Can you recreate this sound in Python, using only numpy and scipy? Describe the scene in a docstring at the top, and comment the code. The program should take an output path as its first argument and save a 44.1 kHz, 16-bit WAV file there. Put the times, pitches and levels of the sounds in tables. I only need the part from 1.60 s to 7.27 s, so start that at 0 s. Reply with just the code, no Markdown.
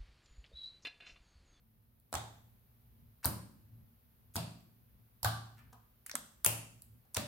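"""Wet pops in quick clusters, close to a stereo microphone: fingertips pull out of thick slime on a table.
Each pull breaks the seal: films snap as filtered pulses, the hole behind rings as a short rising tone,
and the table thumps, a low swinging push with a soft thud. Skin peeling off is a crackle of spiky noise;
midway the slime is touched and folded with a little of it and a few small clicks.
A bare room answers with noise-built echoes and low modes, over a swelling rumble and faint hiss."""
import sys
import numpy as np
from scipy import signal
from scipy.fft import rfft, irfft, next_fast_len
from scipy.io import wavfile

SR = 44100
rng = np.random.default_rng(int(sys.argv[2]) if len(sys.argv) > 2 else 0)


def transcribe(u):
    """Save the signal u as a 16-bit wav file named by the first command-line argument.

    u: samples, shape (n,) or (channels, n), limited to [-1, 1]; the rate is SR.
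    q: integer samples, one column per channel.
    """
    v = np.clip(np.atleast_2d(u).T, -1, 1)
    q = np.round(v * 32767).astype(np.int16)
    wavfile.write(sys.argv[1], SR, q)


N = 250047

# steady rumble of the building, relative spectrum: (frequency [Hz], level [dB])
RUMBLE_COLOUR = [(20, -24), (42, -7.5), (60, 0), (85, -8), (102, -4.5), (113, 1.5), (126, -7.5), (170, -13),
                 (200, -13.5), (232, -6.5), (280, -22), (400, -30), (900, -39.5), (2500, -62.5)]
# crests of the rumble, which swells slowly and drops away: (time [s], level [dB])
RUMBLE_SWELLS = [(.95, -66.5), (1.45, -58.5), (2.209, -55), (2.72, -65), (3.401, -62.5), (4.1, -59.5),
                 (5.36, -62.5)]
# microphone hiss, relative spectrum: (frequency [Hz], level [dB])
HISS_COLOUR = [(150, -18), (400, -3), (750, -8), (1270, -10.5), (4300, -17), (6000, -21), (7900, -25),
               (9500, -18), (11900, -7.5), (15000, -6), (16000, -14)]
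# low standing waves of the room: (frequency [Hz], relative level [dB], decay by 60 dB [s])
ROOM_MODES = [(81, -5.5, 0.49), (113.4, 2, 0.65), (140.4, -8, 0.65), (168.6, -1.5, 0.5), (214, -12.5, 1),
              (233.7, -13.5, 0.98), (267.4, -7, 0.39), (347, -17, 1)]
# decay of the room's diffuse tail: (frequency [Hz], decay by 60 dB [s])
ROOM_DECAY = [(200, 0.89), (560, 0.5), (1470, 0.5652), (3880, 0.5338), (7000, 0.5636), (10200, 0.46),
              (15000, 0.26)]
# colour of the room's diffuse tail: (frequency [Hz], level [dB])
ROOM_COLOUR = [(100, 14.5), (260, -2.5), (410, -2.5), (620, 2.5), (1400, 1), (3000, 1.5), (7000, -8.5),
               (15000, -5)]
# how alike left and right are in a room field: (frequency [Hz], likeness [-1 to 1])
ROOM_LIKENESS = [(25, 1), (60, 1), (130, 0.74), (290, .75), (640, .43), (1410, -.05), (3100, -0.017)]
# the table springs back as the slime lets go:
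# (time [s], level [dB], pitch [Hz], life [cycles], thud relative to the knock [dB])
TABLE_THUMPS = [ (0.536, -41.5, 77, 0.98, -9), (0.5626, -36.5, 88, 0.41, -16), (1.656, -29, 92, 0.74, -8),
                (2.755, -35, 89.5, 0.67, -10.5), (2.768, -34.5, 163, 0.59, -9), (3.631, -40, 76, 0.53, -15),
                (3.651, -30, 106.4, 1.36, -15), (4.543, -47.5, 246, 1.7, -12), (4.862, -34, 105, 0.8, -8.5),
                (5.568, -37.5, 90, 0.84, -2.5), (5.588, -54, 158, 0.84, -15), ]
# skin peeling off the slime, before a pull or at a light touch:
# (time [s], length [s], level [dB], pitch [Hz])
SKIN_PEELS = [ (0.52, .008, -63, 11000), (1.629, 0.033, -44, 1600), (2.738, 0.043, -44, 9600),
              (3.969, 0.038, -57.5, 1580), (4.125, 0.013, -53.5, 900), (4.466, 0.0034, -44.5, 10500),
              (5.45, .008, -72, 920), (5.536, 0.0086, -63, 11000), (5.561, 0.0074, -40.5, 1100), ]
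# the pops of one pull share its hole: (time [s], lowest echo tone of the hole [Hz], room level [dB])
HOLE_PULLS = [(.54, 3800, 0), (1.65, 4350, -1), (2.76, 4400, 0.5), (3.65, 4380, 0.5), (4.54, 4150, -5),
              (4.86, 3280, 1), (5.56, 4100, -1)]
# films bursting: (time [s], snap level [dB], snap pitch [Hz], snap sharpness [Q],
# cavity level [dB], cavity pitch [Hz], cavity life [cycles], left over right [dB])
FILM_POPS = [ (.3997, -66, 14500, 3.3, -90, 590, .7, -2.5), (0.5278, -40, 5600, 0.87, -36.5, 810, 0.19, 0),
             (0.5403, -35.5, 8250, 3.1, -34.5, 1000, 0.23, -1),
             (.5495, -50, 8800, 0.73, -35.5, 810, 2.3, -11), (.553, -36, 6000, 1, -40, 1930, 0.13, -10),
             (1.645, -34.5, 11660, 2, -41, 970, 3.1, 8), (1.649, -36, 4750, 3.8, -34, 1003, 1.1, 13),
             (1.6561, -22, 12600, 1.5, -37.5, 1350, 0.98, -3.5), (1.664, -37, 9470, 1.2, -38, 577, 1.5, -2),
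             (2.7567, -35, 8900, 1, -39, 1160, .5, 3), (2.7634, -34, 6430, 0.33, -39, 670, 2.8, -1.5),
             (2.7658, -39, 4740, 4, -38, 804, 0.42, -10), (3.631, -30, 10410, 0.84, -41, 845, 0.72, -1),
             (3.646, -28.5, 9300, 0.33, -29, 777, 2.3, 0), (3.648, -32.5, 4460, 1.4, -30, 1527, 2.6, -2),
             (3.6562, -35.5, 9370, 0.48, -30.5, 1148, 4.5, -1),
             (4.4635, -42.5, 10500, 2.5, -51.5, 1920, 0.45, -0.5),
             (4.496, -44.5, 4530, 0.69, -43.5, 1960, 1.4, 1), (4.514, -39.5, 5510, 4.7, -49, 1670, 0.33, 2),
             (4.540, -66.5, 5000, 1, -45.5, 570, 2.3, -6), (4.554, -28, 8100, 1.6, -36.5, 1333, 0.41, -5),
             (4.8473, -20.5, 10600, 3.4, -36, 1230, 0.42, -6),
             (4.8624, -19, 12000, 0.73, -31, 2844, 1.4, 10),
             (4.8653, -34, 6600, 8.7, -34.5, 748, 0.29, 0.5),
             (4.8732, -37.5, 11080, 1.3, -40.5, 595, 1.2, -0.5),
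             (5.2207, -48.5, 11890, 2.4, -78.5, 673, .8, -3),
             (5.5453, -35.5, 8700, 2.2, -67, 1000, .7, 0.5), (5.5489, -35.5, 6220, 4, -50.5, 920, .8, -1),
             (5.5673, -33, 9050, 1.5, -34.5, 2450, 0.27, 6), (5.5699, -29, 6360, 0.23, -36, 1080, 0.13, -1),
             (5.5743, -45, 7600, 1, -35.5, 588, 5.3, 2), ]

RUMBLE_DB = -69.5
SWELL_RISE_S, SWELL_FALL_S = .2, 0.067  # time constants
SWELL_HZ, SWELL_Q, SWELL_BROAD_DB = 111, 4.6, -4.5  # swells favour the room's strongest low mode
HISS_DB = -72
HISS_START_DB, HISS_RISE_FROM_S, HISS_RISE_S = -4, 0.43, 0.17  # it starts lower and comes up once
BOOM_DB = -3  # the room's standing waves, relative to each knock
PEEL_Q, PEEL_TREBLE_DB, PEEL_ROOM_DB = .8, -10.5, 2  # sharpness, fine fizz, the room's answer
TOP_HZ = 16300  # the recorder's band limit


def amp(db):
    """Decibels to gain."""
    return 10 ** (np.asarray(db) / 20)


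def unit(x):
    """Scale each channel to rms 1."""
    return x / np.sqrt(np.mean(x ** 2, axis=-1, keepdims=True) + 1e-20)


def burst(x):
    """Scale each channel of a click to the energy of 3 ms at rms 1."""
    return unit(x) * np.sqrt(.003 * SR / x.shape[-1])


def along(points, hz):
    """Read (frequency [Hz], value) points on a log frequency axis."""
    f, v = np.transpose(points)
    return np.interp(np.log(hz + 1), np.log(f + 1), v)


def filtered(x, response):
    """Filter x by a complex response of frequency."""
    n = x.shape[-1]
    m = next_fast_len(n + 8192)  # spare room keeps the ringing from wrapping round
    spectrum = rfft(x, m) * response(np.fft.rfftfreq(m, 1 / SR))
    return irfft(spectrum, m)[..., :n]


def resonance(f, hz, q):
    """Causal band-pass response of one resonance, gain 1 at its pitch."""
    return 1j * f * hz / q / (hz * hz - f * f + 1j * f * hz / q)


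def add(track, s, sound):
    """Mix a sound into the track at time s."""
    start = round(s * SR)
    part = track[..., start:start + sound.shape[-1]]
    part += sound[..., :part.shape[-1]]


def diffuse(pair):
    """Two unrelated noises become a room field, alike mostly in the bass."""
    turn = lambda f: np.arccos(np.clip(along(ROOM_LIKENESS, f), -1, 1)) / 2
    mid, side = filtered(pair, lambda f: np.array([np.cos(turn(f)), np.sin(turn(f))]))
    return np.array([mid + side, mid - side])


def rumble_noise(colour):
    """Low noise as a room field, shaped by the rumble's spectrum and a further colour."""
    field = diffuse(rng.standard_normal((2, N)))
    return unit(filtered(field, lambda f: amp(along(RUMBLE_COLOUR, f)) * colour(f)))


def building_rumble(t):
    """The building's steady rumble, plus swells that favour one low mode of the room."""
    steady = rumble_noise(lambda f: 1)
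    drone = rumble_noise(lambda f: amp(SWELL_BROAD_DB) + np.abs(resonance(f, SWELL_HZ, SWELL_Q)))
    swells = []
    for s, db in RUMBLE_SWELLS:
        away = np.maximum((s - t) / SWELL_RISE_S, (t - s) / SWELL_FALL_S)
        swells.append(amp(db) * np.exp(-away))
    return amp(RUMBLE_DB) * steady + np.max(swells, axis=0) * drone


def microphone_hiss(t):
    """The microphone's own noise, unrelated left and right."""
    hiss = unit(filtered(rng.standard_normal((2, N)), lambda f: amp(along(HISS_COLOUR, f))))
    early = np.clip(1 - (t - HISS_RISE_FROM_S) / HISS_RISE_S, 0, 1)
    return amp(HISS_DB + HISS_START_DB * early) * hiss


def background():
    """What lies behind the slime: rumble and hiss."""
    t = np.arange(N) / SR
    return building_rumble(t) + microphone_hiss(t)


def room_tail(gap_s, build_s):
    """A stereo room response: separate wall echoes at first, merging into a diffuse tail."""
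    shape = (2, int(.6 * SR))
    # echoes multiply with time squared
    density = np.clip(.04 * (1 + np.arange(shape[1]) / SR / .012) ** 2, 1e-3, 1)
    echoes = rng.standard_normal(shape) * (rng.random(shape) < density) / np.sqrt(density)
    hz, t, bands = signal.stft(echoes, SR, nperseg=256)
    decay = amp(-60 * t / along(ROOM_DECAY, hz)[:, None])
    tail = signal.istft(bands * decay, SR, nperseg=256)[1]
    since = np.maximum(np.arange(tail.shape[1]) / SR - gap_s, 0)
    build = 1 - np.exp(-since / build_s)
    near_walls = 1 + 0.78 * np.exp(-since / 0.015)  # they answer most strongly
    tail = tail * build * near_walls
    field = diffuse(tail / np.linalg.norm(tail[0]))
    return filtered(field, lambda f: amp(along(ROOM_COLOUR, f)))


def in_room(sound, gap_s, build_s):
    """The room's answer to a mono sound."""
    return signal.fftconvolve(sound[None], room_tail(gap_s, build_s), axes=1)


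def standing_waves(t, knock_hz):
    """The room's low modes; those near the knock's pitch tend to ring most."""
    hz, db, t60 = np.transpose(ROOM_MODES)[:, :, None]
    drive = np.abs(resonance(hz, knock_hz, 3.9)) * amp(rng.normal(0, 0.87, hz.shape))
    tones = np.sin(2 * np.pi * (hz * t + rng.random(hz.shape)))
    waves = drive * amp(db - 60 * t / t60) * tones
    return waves.sum(0) * (1 - np.exp(-t / 0.014))


def thumps():
    """The released table gives a soft, short knock that wakes the room's standing waves."""
    out, t = np.zeros((2, N)), np.arange(SR) / SR
    for s, db, hz, cycles, thud_db in TABLE_THUMPS:
        age = t * hz / cycles
        push = -np.sin(2 * np.pi * hz * t) * (age * np.exp(1 - age)) ** 2
        thud = filtered(1. * (t == 0), lambda f: resonance(f, 239.5, 1.4) ** 2)
        thud = amp(thud_db) * thud / np.abs(thud).max()
        echo = in_room(thud, gap_s=0.005, build_s=0.0067)[:, :len(t)]
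        knock = push + thud + amp(BOOM_DB) * standing_waves(t, hz) + amp(4.5) * echo
        add(out, s, amp(db) * knock)
    return out


def peels():
    """Tiny strands part as skin leaves the slime: a short arch of soft crackle."""
    out, t = np.zeros((2, N)), np.arange(2048) / SR
    for s, length, db, hz in SKIN_PEELS:
        arch = np.sqrt(np.sin(np.pi * np.minimum(t / length, 1)))
        strands = rng.standard_normal(len(t)) ** 3 * arch  # cubing makes the noise spiky
        body = lambda f: resonance(f, hz, PEEL_Q) * resonance(f, hz, 0.71)
        fizz = lambda f: amp(PEEL_TREBLE_DB) * resonance(f, 4700, .4)
        crackle = amp(db) * burst(filtered(strands, lambda f: body(f) + fizz(f)))
        add(out, s, crackle)
        add(out, s, amp(PEEL_ROOM_DB) * in_room(crackle, gap_s=0.0028, build_s=0.0018))
    return out


def scattered(x, t, near_s, far_s, near_db, far_db, apart):
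    """Slime, fingers and table scatter a pop on its way to each microphone."""
    shared = rng.standard_normal(len(t))
    separate = apart * rng.standard_normal((2, len(t)))
    near = unit((shared + separate) * np.exp(-t / near_s))
    far = unit(rng.standard_normal((2, len(t))) * np.exp(-t / far_s))
    direct = unit(1. * (t == 0))
    paths = direct + amp(near_db) * near + amp(far_db) * far
    return burst(signal.fftconvolve(x[None], paths, axes=1)[:, :len(t)])


def snap(t, hz, q, hole_hz, body_db, echo_db, ragged_db):
    """A film tears: a ragged pulse rings film and broad body, and the bottom of the hole echoes it."""
    ragged = amp(ragged_db) * rng.standard_normal(len(t)) * np.exp(-t / 0.0017)
    pulse = 1. * (np.arange(len(t)) == 4) + ragged
    film = lambda f: resonance(f, hz, 0.47) * resonance(f, hz, q)
    body = lambda f: amp(body_db) * resonance(f, hz, 0.21) ** 2
    hole = lambda f: 1 + amp(echo_db) * np.exp(-2j * np.pi * f / hole_hz)
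    return burst(filtered(pulse, lambda f: (film(f) + body(f)) * hole(f)))


def cavity(t, hz, cycles, rise, onset_cycles, q):
    """The air in the hole swells and dies away, its pitch rising as the mouth opens."""
    age = t * hz / cycles
    pitch = hz * (1 + rise * (np.tanh(age) - .6))
    phase = 2 * np.pi * np.cumsum(pitch) / SR
    ring = np.sin(phase) * np.exp(-age) * (1 - np.exp(-t * hz / onset_cycles))
    return burst(filtered(ring, lambda f: resonance(f, hz, q)))


def film_peeling(t, hz):
    """The film crackles ever louder as it peels away just before it bursts."""
    strands = rng.standard_normal(len(t)) ** 3 * np.exp((t - t[-1]) / .0012)
    return burst(filtered(strands, lambda f: resonance(f, hz, 0.61)))


def pops():
    """Every burst film: a faint peeling, a snap and a cavity note, with the room's answer."""
    out, t = np.zeros((2, N)), np.arange(1024) / SR
    for s, snap_db, snap_hz, q, cavity_db, cavity_hz, cycles, pan_db in FILM_POPS:
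        _, hole_hz, room_db = min(HOLE_PULLS, key=lambda pull: abs(pull[0] - s))  # nearest pull
        click = snap(t, snap_hz, q, hole_hz, body_db=-21, echo_db=-15, ragged_db=-19.5)
        note = cavity(t, cavity_hz, cycles, rise=0.066, onset_cycles=0.33, q=0.8)
        near_click = amp(snap_db) * scattered(
            click, t, near_s=0.00042, far_s=0.0016, near_db=5.5, far_db=5.5, apart=4.6)
        near_note = amp(cavity_db) * scattered(
            note, t, near_s=.0015, far_s=0.0065, near_db=-4.5, far_db=-0.5, apart=0.4)
        add(out, s, near_click * amp([[pan_db / 2], [-pan_db / 2]]) + near_note)
        add(out, s - t[-1], amp(snap_db - 23.5) * film_peeling(t, snap_hz))
        radiated = amp(snap_db + 2.3) * click + amp(cavity_db - 2.5) * note
        add(out, s, amp(room_db) * in_room(radiated, gap_s=0.0024, build_s=0.0043))
    return out


def scene():
    """The room, the table and the slime."""
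    return background() + thumps() + peels() + pops()


def record(dry):
    """The recorder cuts off steeply above its band limit."""
    return filtered(dry, lambda f: 1 / np.sqrt(1 + (f / TOP_HZ) ** 200))


dry = scene()
out = record(dry)
transcribe(out)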